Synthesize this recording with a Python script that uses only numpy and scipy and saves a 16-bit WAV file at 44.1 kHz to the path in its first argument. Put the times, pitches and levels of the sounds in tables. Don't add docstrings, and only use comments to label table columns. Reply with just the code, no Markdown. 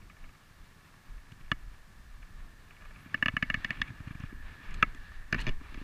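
import sys
import numpy as np
from scipy import signal
from scipy.fft import rfft, irfft, next_fast_len
from scipy.io import wavfile
from scipy.ndimage import uniform_filter1d, map_coordinates

SR = 44100
rng = np.random.default_rng(int(sys.argv[2]) if len(sys.argv) > 2 else 0)


def master(y):
    cut = np.clip(np.atleast_2d(y).T, -1, 1)
    pcm = np.round(cut * 32767)
    wavfile.write(sys.argv[1], SR, pcm.astype(np.int16))


def rack_gain(trim_db):
    fader = np.asarray(trim_db, float)
    return 10 ** (fader / 20)


N = 257103


def unit(x):
    return x / np.sqrt(np.mean(x ** 2) + 1e-20)


def curves(rows):
    s, *columns = np.transpose(rows)
    return [np.interp(np.arange(N) / SR, s, column) for column in columns]


def wobble(rate):
    knots = rng.standard_normal(int(N * rate / SR) + 4)
    return map_coordinates(knots, [np.arange(N) * rate / SR])


def filtered(x, response):
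    size = next_fast_len(N + 8192)
    return irfft(rfft(x, size) * response(np.fft.rfftfreq(size, 1 / SR)), size)[:N]


def noise(points):
    hz, db = np.transpose(points)
    return unit(filtered(rng.standard_normal(N), lambda f: rack_gain(np.interp(np.log(f + 1), np.log(hz + 1), db))))


def add(track, s, sound):
    at = max(round(s * SR), 0)
    track[at:at + len(sound)] += sound[:len(track) - at]


def through(modes, x, tilt):
    def response(f):
        body = 0
        for k, (centre, width, db) in enumerate(modes):
            loss = 1j * f * width
            body = body + (-1) ** k * rack_gain(db) * loss / (centre * centre - f * f + loss)
        return body * ((f + 1) / 1700) ** tilt / (1 + (f / 7500) ** 4)
    return unit(filtered(x, response))


def heard(modes, source, level_db, bright_db):
    dull = through(modes, source, tilt=-0.41)
    bright = through(modes, source, tilt=3.13)
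    return rack_gain(level_db) * (dull + rack_gain(bright_db) * bright)


# f/Hz, level/dB per Hz
HISS_SPECTRUM = [(180, -42), (300, -19), (372, -8.5), (968, -6), (1140, -2.5), (2610, -12.5), (4280, -12.5),
                 (15500, -23)]


def hiss():
    return rack_gain(-65) * noise(HISS_SPECTRUM)


# t/s, effort of feet and cloth/dB, hardness of rubbing/dB, air past the case/dB
MOVEMENT = [(0, -65.5, -10, -73), (.6, -68.5, 0, -69.5), (1.3, -66.5, -7, -68), (2.1, -68, -6, -69.5),
            (2.75, -65.5, -4, -65.5), (3.1, -59.5, -3, -68), (3.38, -61.5, 1, -60.5), (3.52, -59, 3, -53),
            (3.82, -56, -5, -56.5), (3.96, -61, -4, -61.5), (4.3, -62.5, -5, -59.5),
            (4.71, -57.5, -0.5, -56.5), (4.9, -58, -6, -57.5), (5.06, -64, 8, -56.5),
            (5.3, -62.5, -7, -60.5), (5.4, -48.5, 4.5, -58), (5.55, -61.5, -8, -64), (5.83, -61, 3, -67)]
# f/Hz, width/Hz, level/dB
CASE_BODY = [(580, 810, -16.5), (1200, 393, -5), (1735, 232, -4), (2235, 230, -5.5), (2770, 320, -9.5),
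             (3500, 480, -15), (4210, 910, -22), (6000, 2400, -46)]
# f/Hz, width/Hz
CAVITY_MODE = (1734, 237)


def gravel():
    level_db, bright_db, hum_db = curves(MOVEMENT)
    chance = 1200 / SR * rack_gain(5.5 * wobble(35))
    draw = rng.random((3, N))
    size = rack_gain(1.3 * np.minimum(-np.log(draw[1] + 1e-9), 3))
    grains = (draw[0] < chance) * size * np.sign(draw[2] - 0.5)
    source = unit(grains) + 1.08 * rng.standard_normal(N)
    centre, width = CAVITY_MODE
    hum = filtered(rng.standard_normal(N), lambda f: 1 / (1 + (2 * (f - centre) / width) ** 2))
    level_db = level_db + 1.4 * wobble(21.765)
    bright_db = bright_db - 11.0 + 0.69 * wobble(22)
    return heard(CASE_BODY, source, level_db, bright_db) + rack_gain(hum_db) * unit(hum)


def push(hz, cycles, lean, edge):
    turns = np.arange(-round(SR / hz * 2), round(SR / hz * 3)) * hz / SR
    drop = edge * np.cos(2 * np.pi * 2.28 * turns + 0.86) * np.exp(-((turns - 0.25) / 0.49) ** 2)
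    bell = np.exp(-((turns - lean * cycles) / (1.05 * cycles)) ** 2)
    return -np.cos(2 * np.pi * turns) * bell - drop


# t/s, peak
# level/dB, sharpness/dB, thud level/dB, kind of slip
SLIPS = [(1.319, -58, -3, -49, "scuff"), (1.5156, -15, -15.5, -29, "knock"),
         (3.1431, -14.5, -27, -35, "creak"), (3.2252, -11, -28.5, -32, "creak"),
         (3.2585, -16, -21, -30, "catch"), (3.2825, -16.5, -22, -36, "catch"),
         (3.3665, -15.5, -25, -34, "ratchet"), (3.4254, -15, -21.5, -28.5, "ratchet"),
         (3.5, -16.5, -22.5, -35, "ratchet"), (3.542, -16, -19, -33.5, "ratchet"),
         (3.6457, -17.5, -15, -38, "loose"), (3.7054, -18.5, -18.5, -36.5, "loose"),
         (3.816, -15, -15, -37.5, "crack"), (4.7425, -44, 0, -48, "brush"), (4.826, -12, -17, -27, "slam"),
         (4.8286, -20, -34, -46, "rebound"), (4.9467, -48, -6, -47, "brush"),
         (5.3258, -17.5, -11, -28.5, "jolt"), (5.3289, -24.5, -30, -55, "chatter"),
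         (5.3446, -20, -17.5, -31, "jolt"), (5.4672, -27.5, -6, -33, "scuff"),
         (5.4758, -32.5, -9, -31.5, "drag"), (5.4833, -36, -6, -36, "drag"), (5.4884, -38, -8, -47, "drag"),
         (5.4912, -36, -4, -35, "grind"), (5.3469, -31, -23, -55, "chatter"), (5.431, -55, -8, -55, "drag"),
         (5.442, -51, -1, -50, "drag"), (5.509, -61, -10, -53, "drag"), (5.7436, -40.5, -9, -45, "brush")]
SLIP_KINDS = {"creak": (-21, -25.5, -21, -14.5, 200), "ratchet": (-19.5, -25, -14.5, -12, 180),
              "loose": (-23, -27.5, -17, -14.5, 168), "knock": (-17, -14, -22, -12, 138.5),
              "jolt": (-11, -19, -17.5, -24, 157), "slam": (-16.5, -11, -17.5, -10, 167),
              "rebound": (-11, -10, 0.5, -12.5, 190), "chatter": (-10, -17, 1.5, -9, 189),
              "scuff": (-5, -17, -4, -8, 156), "brush": (-19, -5, -3, -13, 207),
              "catch": (-17.5, -22, -15, -10, 191), "crack": (-31, -24, -18, -17.5, 183),
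              "grind": (-11, -9, -4, -9, 160), "drag": (-3, -12, -0.5, -21, 147.5)}
# t/s, tick level/dB, thud level/dB, thud f/Hz
CHEST_BUMPS = [(3.058, -31, -43.5, 192), (3.337, -41, -34, 105), (3.5715, -44, -38, 112),
               (3.697, -46, -41.5, 104), (3.8009, -50, -39.5, 122), (3.9036, -25, -39.5, 106),
               (4.0022, -26.5, -38.5, 116), (4.0716, -29, -35.5, 114), (4.1065, -29, -36.5, 122),
               (4.15, -32, -39.5, 114), (4.1995, -35, -39, 108), (4.236, -24, -33, 106),
               (4.3241, -34, -41, 226), (4.397, -48, -49, 116), (5.358, -52, -34, 192),
               (5.61, -32, -45.5, 220), (5.641, -52, -56, 248), (5.721, -50, -52, 242),
               (5.752, -50, -49, 248), (5.773, -27, -41, 217), (5.812, -27, -40.5, 222)]
# t/s,
# depth level/dB, f/Hz, length/cycles
CHEST_HEAVES = [(.058, -46, 38, 1), (.608, -43, 30, 1), (1.126, -42, 34, 1.4), (1.665, -38, 38, 1.7),
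                (2.207, -42, 34, 1.4), (4.262, -39, 23, .7), (4.354, -39, 22, .7), (4.698, -31, 16, .6),
                (4.759, -36, 31, .7), (4.886, -34, 20, .6), (4.998, -38, 20, .6), (5.167, -37, 20, .7),
                (5.383, -30, 36, 1.3), (5.736, -40, 18, .6), (1.537, -40, 48, .6), (3.43, -42, 60, .7),
                (3.174, -43, 120, .6), (3.295, -37, 85, .6), (1.322, -42, 130, .6), (1.41, -48, 130, .7),
                (4.35, -44, 75, .8), (5.1, -44, 55, .8)]
# t/s, pressure/full scale
CHEST_SQUEEZE = [
    (5.462, 0),
    (5.482, -.012),
    (5.498, -.075),
    (5.512, .056),
    (5.54, .04),
    (5.551, -.022),
    (5.58, -.016),
    (5.62, 0),
]
# t/s, level/dB
LOAD = [(0, -48.5), (.6, -51.5), (.89, -48), (1.9, -51), (2.09, -46.5), (2.6, -50.5), (3.04, -50.5),
        (3.3, -44), (3.45, -45.5), (4.09, -45.5), (4.24, -44), (4.61, -47), (4.77, -34), (5.02, -47.5),
        (5.36, -41), (5.53, -39), (5.72, -36.5), (5.83, -39)]
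# f/Hz, level/dB per Hz
RUMBLE_SPECTRUM = [(8, -120), (14, 6), (30, -3), (55, -8.5), (90, -23.5), (200, -120)]
# f/Hz, level/dB per Hz
RUSTLE_SPECTRUM = [(40, -120), (70, 6), (120, 3), (250, -5), (340, -11), (450, -17.5), (900, -120)]


def harness():
    thud_lag_s, bump_lag_s = 0.00471, 0.00498
    padding_hz, leak, taut_s = 328, rack_gain(-13), 4.29
    rebound_hz, rebound_db, rebound_turns, soft_rebound_db = 279, -11, 0.87, -1.5
    pad = SR // 2
    out = np.zeros(N + pad)

    def swing(s, db, hz, cycles, lean, edge):
        add(out, s + 0.5 - round(SR / hz * 2) / SR, rack_gain(db) * push(hz, cycles, lean, edge))

    thuds = [(s + thud_lag_s, db, SLIP_KINDS[kind][-1]) for s, _, _, db, kind in SLIPS]
    thuds += [(s + bump_lag_s, db, hz) for s, _, db, hz in CHEST_BUMPS]
    for s, db, hz in thuds:
        quick, soft = hz > 138, hz > 174
        lean = 0.3 if quick else 0.08
        swing(s, db + 5.5, hz, 0.41, lean, edge=0.04 if soft else 0.3)
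        if quick:
            twang_db = db + rebound_db + soft_rebound_db * soft
            swing(s + rebound_turns / hz, twang_db, rebound_hz, 2.1, lean=0.4, edge=0)
    padded = filtered(out[pad:], lambda f: leak + (1 - leak) / (1 + (f / padding_hz) ** 10))
    out[pad:] = np.where(np.arange(N) < taut_s * SR, padded, out[pad:])
    for s, db, hz, cycles in CHEST_HEAVES:
        swing(s, db, hz, cycles, lean=0.36, edge=0.31)

    load_db, = curves(LOAD)
    effort_db = curves(MOVEMENT)[0] + 61.5
    rustle_db = -58.5 + 0.81 * effort_db + 0.055 * (load_db + 48.5)
    rumble = rack_gain(load_db - 1.5) * unit(rack_gain(5.9 * wobble(7.9)) * noise(RUMBLE_SPECTRUM))
    rustle = rack_gain(rustle_db + 1.5) * unit(rack_gain(2.3 * wobble(30)) * noise(RUSTLE_SPECTRUM))
    squeeze = uniform_filter1d(curves(CHEST_SQUEEZE)[0], size=SR // 250)
    return out[pad:] + squeeze + rumble + rustle


def lifted(modes, lift_db, life=1):
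    lift_db = np.pad(lift_db, (0, len(modes) - len(lift_db)))
    return [(hz, db + up, t60 * life) for (hz, db, t60), up in zip(modes, lift_db)]


def ring(modes, rise, spread_db, bend):
    t = np.arange(SR // 14) / SR
    swell = np.sin(np.pi / 2 * np.minimum(t / rise, 1)) ** 2
    draw = rng.standard_normal((len(modes), 3))
    total = 0
    for (hz, db, t60), (strength, detune, phase) in zip(modes, draw):
        decay = rack_gain(db + spread_db * strength - 60 * (t / t60) ** bend)
        total = total + decay * np.sin(2 * np.pi * hz * (1 + 0.0029 * detune) * t + 2 * phase)
    return swell * total


# t/s, f/Hz
MAIN_MODE = [
    (0, 1735),
    (3.4, 1730),
    (3.55, 1770),
    (3.7, 1816),
    (3.82, 1770),
    (4.7, 1670),
    (5.33, 1760),
    (5.83, 1765),
]
# f/Hz, level/dB, t60/s
SHELL_MODES = [(624, -8.5, 0.021)]
# f/Hz, level/dB, t60/s
LOW_MODES = [(1038, -8.5, 0.025), (1183, 0, 0.029), (1289, -3, 0.034), (1528, -8, 0.021)]
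# f/Hz, level/dB, t60/s
MIDDLE_MODES = [(2368, -3, 0.018), (2550, -0.5, 0.008)]
# f/Hz, level/dB, t60/s
LATCH_MODES = [(2210, -5.5, 0.063), (2000, -9, 0.062)]
# f/Hz, level/dB, t60/s
UPPER_MODES = [(2665, -6, 0.024), (2880, -4, 0.023)]
# f/Hz, level/dB, t60/s
HIGH_MODES = [(3395, 0, 0.014), (3700, -17.5, 0.018), (3790, -16.5, 0.022), (4324, -7.5, 0.014),
              (4880, -17.5, 0.025), (5050, -11, 0.014), (5200, -41, 0.006), (5420, -15.5, 0.011),
              (6150, -5, 0.007), (6750, -20.5, 0.014), (7220, -22.5, 0.0076)]
# f/Hz, level/dB, t60/s
TOP_MODES = [(8000, -15, .008), (8850, -12, 0.0091), (9800, -3, 0.01), (10580, 4.5, 0.0078),
             (11800, -13, .008), (13300, 2, 0.009), (13800, -1, 0.011), (14600, -14, .008)]
SLIP_GRIPS = {"creak": ((0.96, 0.43, 0.33, 2), (-1, 2), (-1, 0), (-3, 0), 0, 0.86),
              "ratchet": ((-4, 2.5, 3, -10), (2, 1), (0, -0.92), (-5.5, -1.1), 0, 0.99),
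              "catch": ((4.6, 2.4, 4, 1), (2.8, 0), (0, 0), (4.4, 0), 0, 0.93), "loose": ((1, 2.5, 2, -1),
              (3.7, 2), (-2, -1), (-1.2, 3.2), 2.1, 1), "crack": ((3, 5, -10, 7), (1.7, 3.7), (3.6, -1),
              (3.9, 13), 4.3, 0.63), "knock": ((1.5, -1.5, -3, 5), (4.4, -3), (-10, 2), (3.7, -1),
              2.3, 0.9), "jolt": ((-10, -1, -1, 15.5), (-1, 3), (-1, -1.8), (-12.5, -1), 1, 0.98),
              "slam": ((-13, 0, 10, 0), (3.3, 1), (1, -16), (7.1, 5.6), 6, 0.85),
              "rebound": ((-1, -9, -2, 14), (2, 2), (3.5, -9), (0, 0), -25, 0.66),
              "chatter": ((-1, -15, 4.5, 2), (0, 0), (0, 0), (-5, 0), -17, 1), "scuff": ((7, -7, -7, 13),
              (0, 0), (-1, -1), (-13, 0), 3, 0.78), "grind": ((6, -2, -8, -6), (5.5, 6.6), (4.4, 9), (0, 2),
              4, 0.7), "brush": ((0, 0, 0, 0), (0, 0), (0, 0), (0, 0), 0, 0.4), "drag": ((3, 1.5, -2, 0),
              (1.5, -2), (0, 0), (0, 0), -2, 0.72), "tick": ((0, 0, 0, 0), (0, 0), (0, 0), (0, 0), 0, 1)}


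def snap(s, shell_db, low_db, middle_db, upper_db, high_db, latch_db=0, kind="tick"):
    low_up, middle_up, upper_up, high_up, latch_up, life = SLIP_GRIPS[kind]
    main_hz = np.interp(s, *np.transpose(MAIN_MODE))
    main_t60 = 0.02 if kind in ("loose", "crack", "drag") else 0.022
    main = ring([(main_hz, 0, main_t60)], rise=0.0028, spread_db=0, bend=1.5)
    t = np.arange(len(main)) / SR
    beat = 1 - 0.56 * np.exp(-((t - 0.0068) / 0.0025) ** 2)

    low = rack_gain(low_db + 5.5) * ring(lifted(LOW_MODES, low_up, life), rise=0.0024, spread_db=2.2, bend=1.326)
    shell = rack_gain(shell_db + 8.0) * ring(SHELL_MODES, rise=0.0047, spread_db=2.0, bend=1.36)
    middle = ring(lifted(MIDDLE_MODES, middle_up), rise=0.0012, spread_db=1.3, bend=1.06)
    unevenness = unit(uniform_filter1d(rng.standard_normal(len(t)), size=SR // 300))
    latch_level = rack_gain(latch_db + latch_up + 1.5 * unevenness)
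    latch = latch_level * ring(LATCH_MODES, rise=0.012, spread_db=0.9, bend=0.93)
    upper = rack_gain(upper_db + 7.0) * ring(lifted(UPPER_MODES, upper_up), rise=0.0031, spread_db=-1.0, bend=1.27)
    high = rack_gain(high_db + 5.5) * ring(lifted(HIGH_MODES, high_up), rise=0.0023, spread_db=1.8, bend=1.104)
    top = rack_gain(-42.0) * ring(TOP_MODES, rise=0.0009, spread_db=2.0, bend=1.08)

    band = signal.butter(1, (2900, 5500), "band", fs=SR)
    dust = signal.lfilter(*band, rng.standard_normal(len(t)))
    grit = rack_gain(high_db - 3 - 60 * t / 0.0081) * np.minimum(t / 0.0014, 1) * dust
    return main * beat + low + shell + rack_gain(middle_db + 7) * (middle + latch) + upper + high + top + grit


# t/s, peak level/dB, upper modes level/dB
FAINT_TICKS = [(0.019, -39, 1.5), (0.098, -33, 7.5), (0.167, -33.5, -5), (0.241, -32, 4.5),
               (0.2918, -36.5, 2), (0.3483, -37.5, 2.5), (0.809, -39, 1), (0.94, -36, -12), (1.18, -37, 2),
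               (1.48, -41, 7), (2.229, -35, 1), (2.68, -39, -6), (2.708, -31.5, 3), (2.767, -38, 7.5),
               (2.809, -32, -2), (2.8555, -30, -3), (2.9085, -29.5, -5), (2.9597, -34, 5),
               (3.1773, -30.5, -1), (3.319, -35, -1), (4.294, -31, -12), (4.424, -34, -7), (4.579, -48, 0),
               (5.118, -30.5, -16), (5.6334, -34, -2), (5.684, -36, 4), (2.821, -34, 1), (2.835, -37, -4),
               (2.851, -36, 5), (3.0229, -42, -10), (3.082, -46, -4), (3.097, -39, 6), (3.1092, -37.5, 3),
               (3.9551, -37, -8), (3.9815, -36, -12), (4.122, -32, -14), (4.218, -41, 0), (4.306, -38, -8),
               (4.5048, -47, -4), (4.5477, -40, -4), (4.6395, -36, -2), (4.6834, -34, -2)]


def mount():
    lead_s = 0.0004
    out = np.zeros(N)
    for s, db, sharp_db, _, kind in SLIPS:
        held = kind in ("rebound", "chatter", "scuff", "grind", "drag")
        add(out, s - lead_s, rack_gain(db) * snap(s, *SLIP_KINDS[kind][:-1], sharp_db, -6 * held, kind))
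    ticks = [(s, db, -0.5, upper_db) for s, db, upper_db in FAINT_TICKS]
    ticks += [(s, db, -4, -7.5) for s, db, *_ in CHEST_BUMPS]
    for s, db, low_db, upper_db in ticks:
        tick = snap(s, low_db - 6.5, low_db - 10.5, upper_db - 5.0, upper_db - 17.0, -17.0)
        add(out, s - lead_s, rack_gain(db - 17.0) * tick)
    return out


# t/s, peak level/dB, centre f/Hz,
# t60/s
PEBBLE_CLICKS = [(1.32, -55, 5500, .015), (4.073, -56, 5000, .012), (4.199, -47, 5500, .015),
                 (4.708, -50, 6000, 0.017), (4.741, -45.5, 7000, 0.034), (4.947, -47, 6470, .015),
                 (5.39, -27, 2800, .025), (5.401, -32, 4280, .03), (5.419, -31, 4250, 0.021),
                 (5.418, -25, 2900, .02), (5.391, -36, 3700, .02), (5.405, -46, 7400, 0.029),
                 (5.415, -54, 8000, 0.011), (5.42, -54, 8000, .015)]


def pebbles():
    out, t = np.zeros(N), np.arange(SR // 30) / SR
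    for s, db, hz, t60 in PEBBLE_CLICKS:
        stone = hz > 4600
        peak = signal.iirpeak(hz, 2.4 if stone else 9, SR)
        band = signal.lfilter(*peak, rng.standard_normal(len(t)))
        if stone:
            band = rack_gain(3.5) * signal.lfilter(*peak, band)
        else:
            chirp = np.sin(2 * np.pi * hz * t * (1 + 2.8 * t))
            band = (band + 0.35 * chirp) * np.minimum(t / 0.003, 1)
        add(out, s, rack_gain(db - 60 * t / t60) * np.minimum(t / 0.00078, 1) * band)
    return out


# middle t/s, length/s, level/dB, hardness/dB
CLOTH_STROKES = [(2.72, 0.046, -66, -8), (3.333, .02, -58, 3), (3.617, 0.03, -62, -5),
                 (3.724, 0.05, -50.5, -2), (3.85, 0.035, -56, -3), (3.887, 0.022, -56, 0),
                 (4.076, 0.019, -56, -3), (4.11, 0.021, -55.5, -4), (4.153, 0.011, -59, -4),
                 (4.226, 0.053, -56.5, 0), (4.365, 0.015, -67, -3), (4.52, 0.065, -61, -1),
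                 (4.63, 0.053, -62.5, 2), (4.706, 0.044, -51, -10), (5.06, .05, -68, -4),
                 (5.44, 0.018, -63, -2), (5.511, .015, -56, -3), (5.364, .015, -55, -6),
                 (5.613, .015, -60.5, -8), (5.652, 0.023, -61, -5), (5.691, .01, -63, -4),
                 (5.788, 0.019, -58.5, -2), (5.82, 0.014, -57, -3), (3.57, 0.013, -69, 2),
                 (3.8, 0.022, -57, -4), (4.003, 0.013, -65, -6), (4.328, 0.0096, -64, -6),
                 (2.227, .015, -62, -6), (5.406, .012, -49, -3), (5.416, .005, -51, -3),
                 (1.322, 0.0056, -59, 13.5), (1.41, 0.012, -62, -5), (1.453, 0.024, -65.5, -5),
                 (2.858, 0.028, -63.5, -11), (2.952, .02, -62, -3), (3.063, 0.026, -59, -5),
                 (5.744, .008, -67, -2), (4.471, .02, -66, -5), (3.66, .04, -64, 1), (3.765, 0.033, -61, 2),
                 (5.122, 0.052, -67, -1), (5.388, .01, -51, 0), (4.8, 0.044, -68, 0)]
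# f/Hz, width/Hz, level/dB
LID_BODY = [(1180, 560, -6), (1690, 330, -1.5), (2330, 170, 2.5), (2800, 370, -5), (3400, 290, -10.5),
            (4430, 400, -29)]


def strokes():
    level, bright, t = np.zeros(N), np.zeros(N), np.arange(N) / SR
    for s, length, db, hard_db in CLOTH_STROKES:
        swell = rack_gain(db) * np.exp(-2 * ((t - s) / length) ** 2)
        level += swell
        bright += swell * rack_gain(hard_db - 13)
    fibres = rack_gain(3.4 * wobble(160)) * rng.standard_normal(N)
    return level * through(LID_BODY, fibres, tilt=-0.33) + bright * through(LID_BODY, fibres, tilt=2.3)


# start t/s, length/s, first f/Hz, last f/Hz, level/dB
LINE_WHISTLES = [
    (2.928, 0.11, 9950, 10050, -79),
    (3.0, .1, 12700, 11100, -80.5),
    (4.23, .45, 13150, 13050, -82),
]


def line():
    out = np.zeros(N)
    waver = 1 + 0.002 * wobble(30) + 0.006 * wobble(500)
    for s, length, first_hz, last_hz, db in LINE_WHISTLES:
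        u = np.arange(round(length * SR)) / (length * SR)
        arch = np.sin(np.pi * u)
        bow = 0.025 * (length < 0.2) + 0.01 * (length > 0.2)
        hz = (first_hz + (last_hz - first_hz) * u) * (1 + bow * arch)
        hz = hz * waver[round(s * SR):][:len(u)]
        add(out, s, rack_gain(db) * np.sqrt(np.abs(arch)) * np.sin(2 * np.pi * np.cumsum(hz) / SR))
    return out * rack_gain(3 * wobble(25.2))


# t/s, level/dB, brightness/dB, slip rate f/Hz
STRAP_SCRAPE = [
    (5.376, -66, -18, 910),
    (5.385, -39.5, -17, 880),
    (5.394, -38, -7, 910),
    (5.3985, -48, -10, 850),
    (5.403, -39, -6, 1060),
    (5.41, -48, 1, 1030),
    (5.414, -48, 19.5, 790),
    (5.421, -52, 6, 940),
    (5.428, -60, -3, 800),
]
# f/Hz, width/Hz, level/dB
BUCKLE_BODY = [(965, 200, -2.5), (1820, 280, 7), (2740, 400, 2), (3760, 330, -8), (4250, 120, -2),
               (6530, 1100, -22)]


def strap():
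    level_db, bright_db, rate = curves(STRAP_SCRAPE)
    turns = np.cumsum(rate * (1 + 0.045 * wobble(500))) / SR
    slips = np.diff(np.floor(turns), prepend=0)
    source = unit(slips * rack_gain(2.5 * rng.standard_normal(N))) + 0.5 * rng.standard_normal(N)
    t = np.arange(N) / SR
    touching = (t > STRAP_SCRAPE[0][0]) * (t < STRAP_SCRAPE[-1][0])
    return heard(BUCKLE_BODY, source, level_db, bright_db - 15.0) * touching


def scene():
    steady = hiss() + gravel() + harness()
    return (steady + mount() + pebbles() + strokes() + line() + strap())[None]


def band_limit(x):
    return signal.sosfilt(signal.butter(12, 16100, fs=SR, output="sos"), x)


def record(dry):
    bent = dry[0] / (1 + np.abs(dry[0]) ** 4) ** (1 / 4)
    limited = filtered(bent, lambda hz: np.where(hz < 15300, 1, rack_gain(-30)))
    return band_limit(limited[None])


dry = scene()
out = record(dry)
master(out)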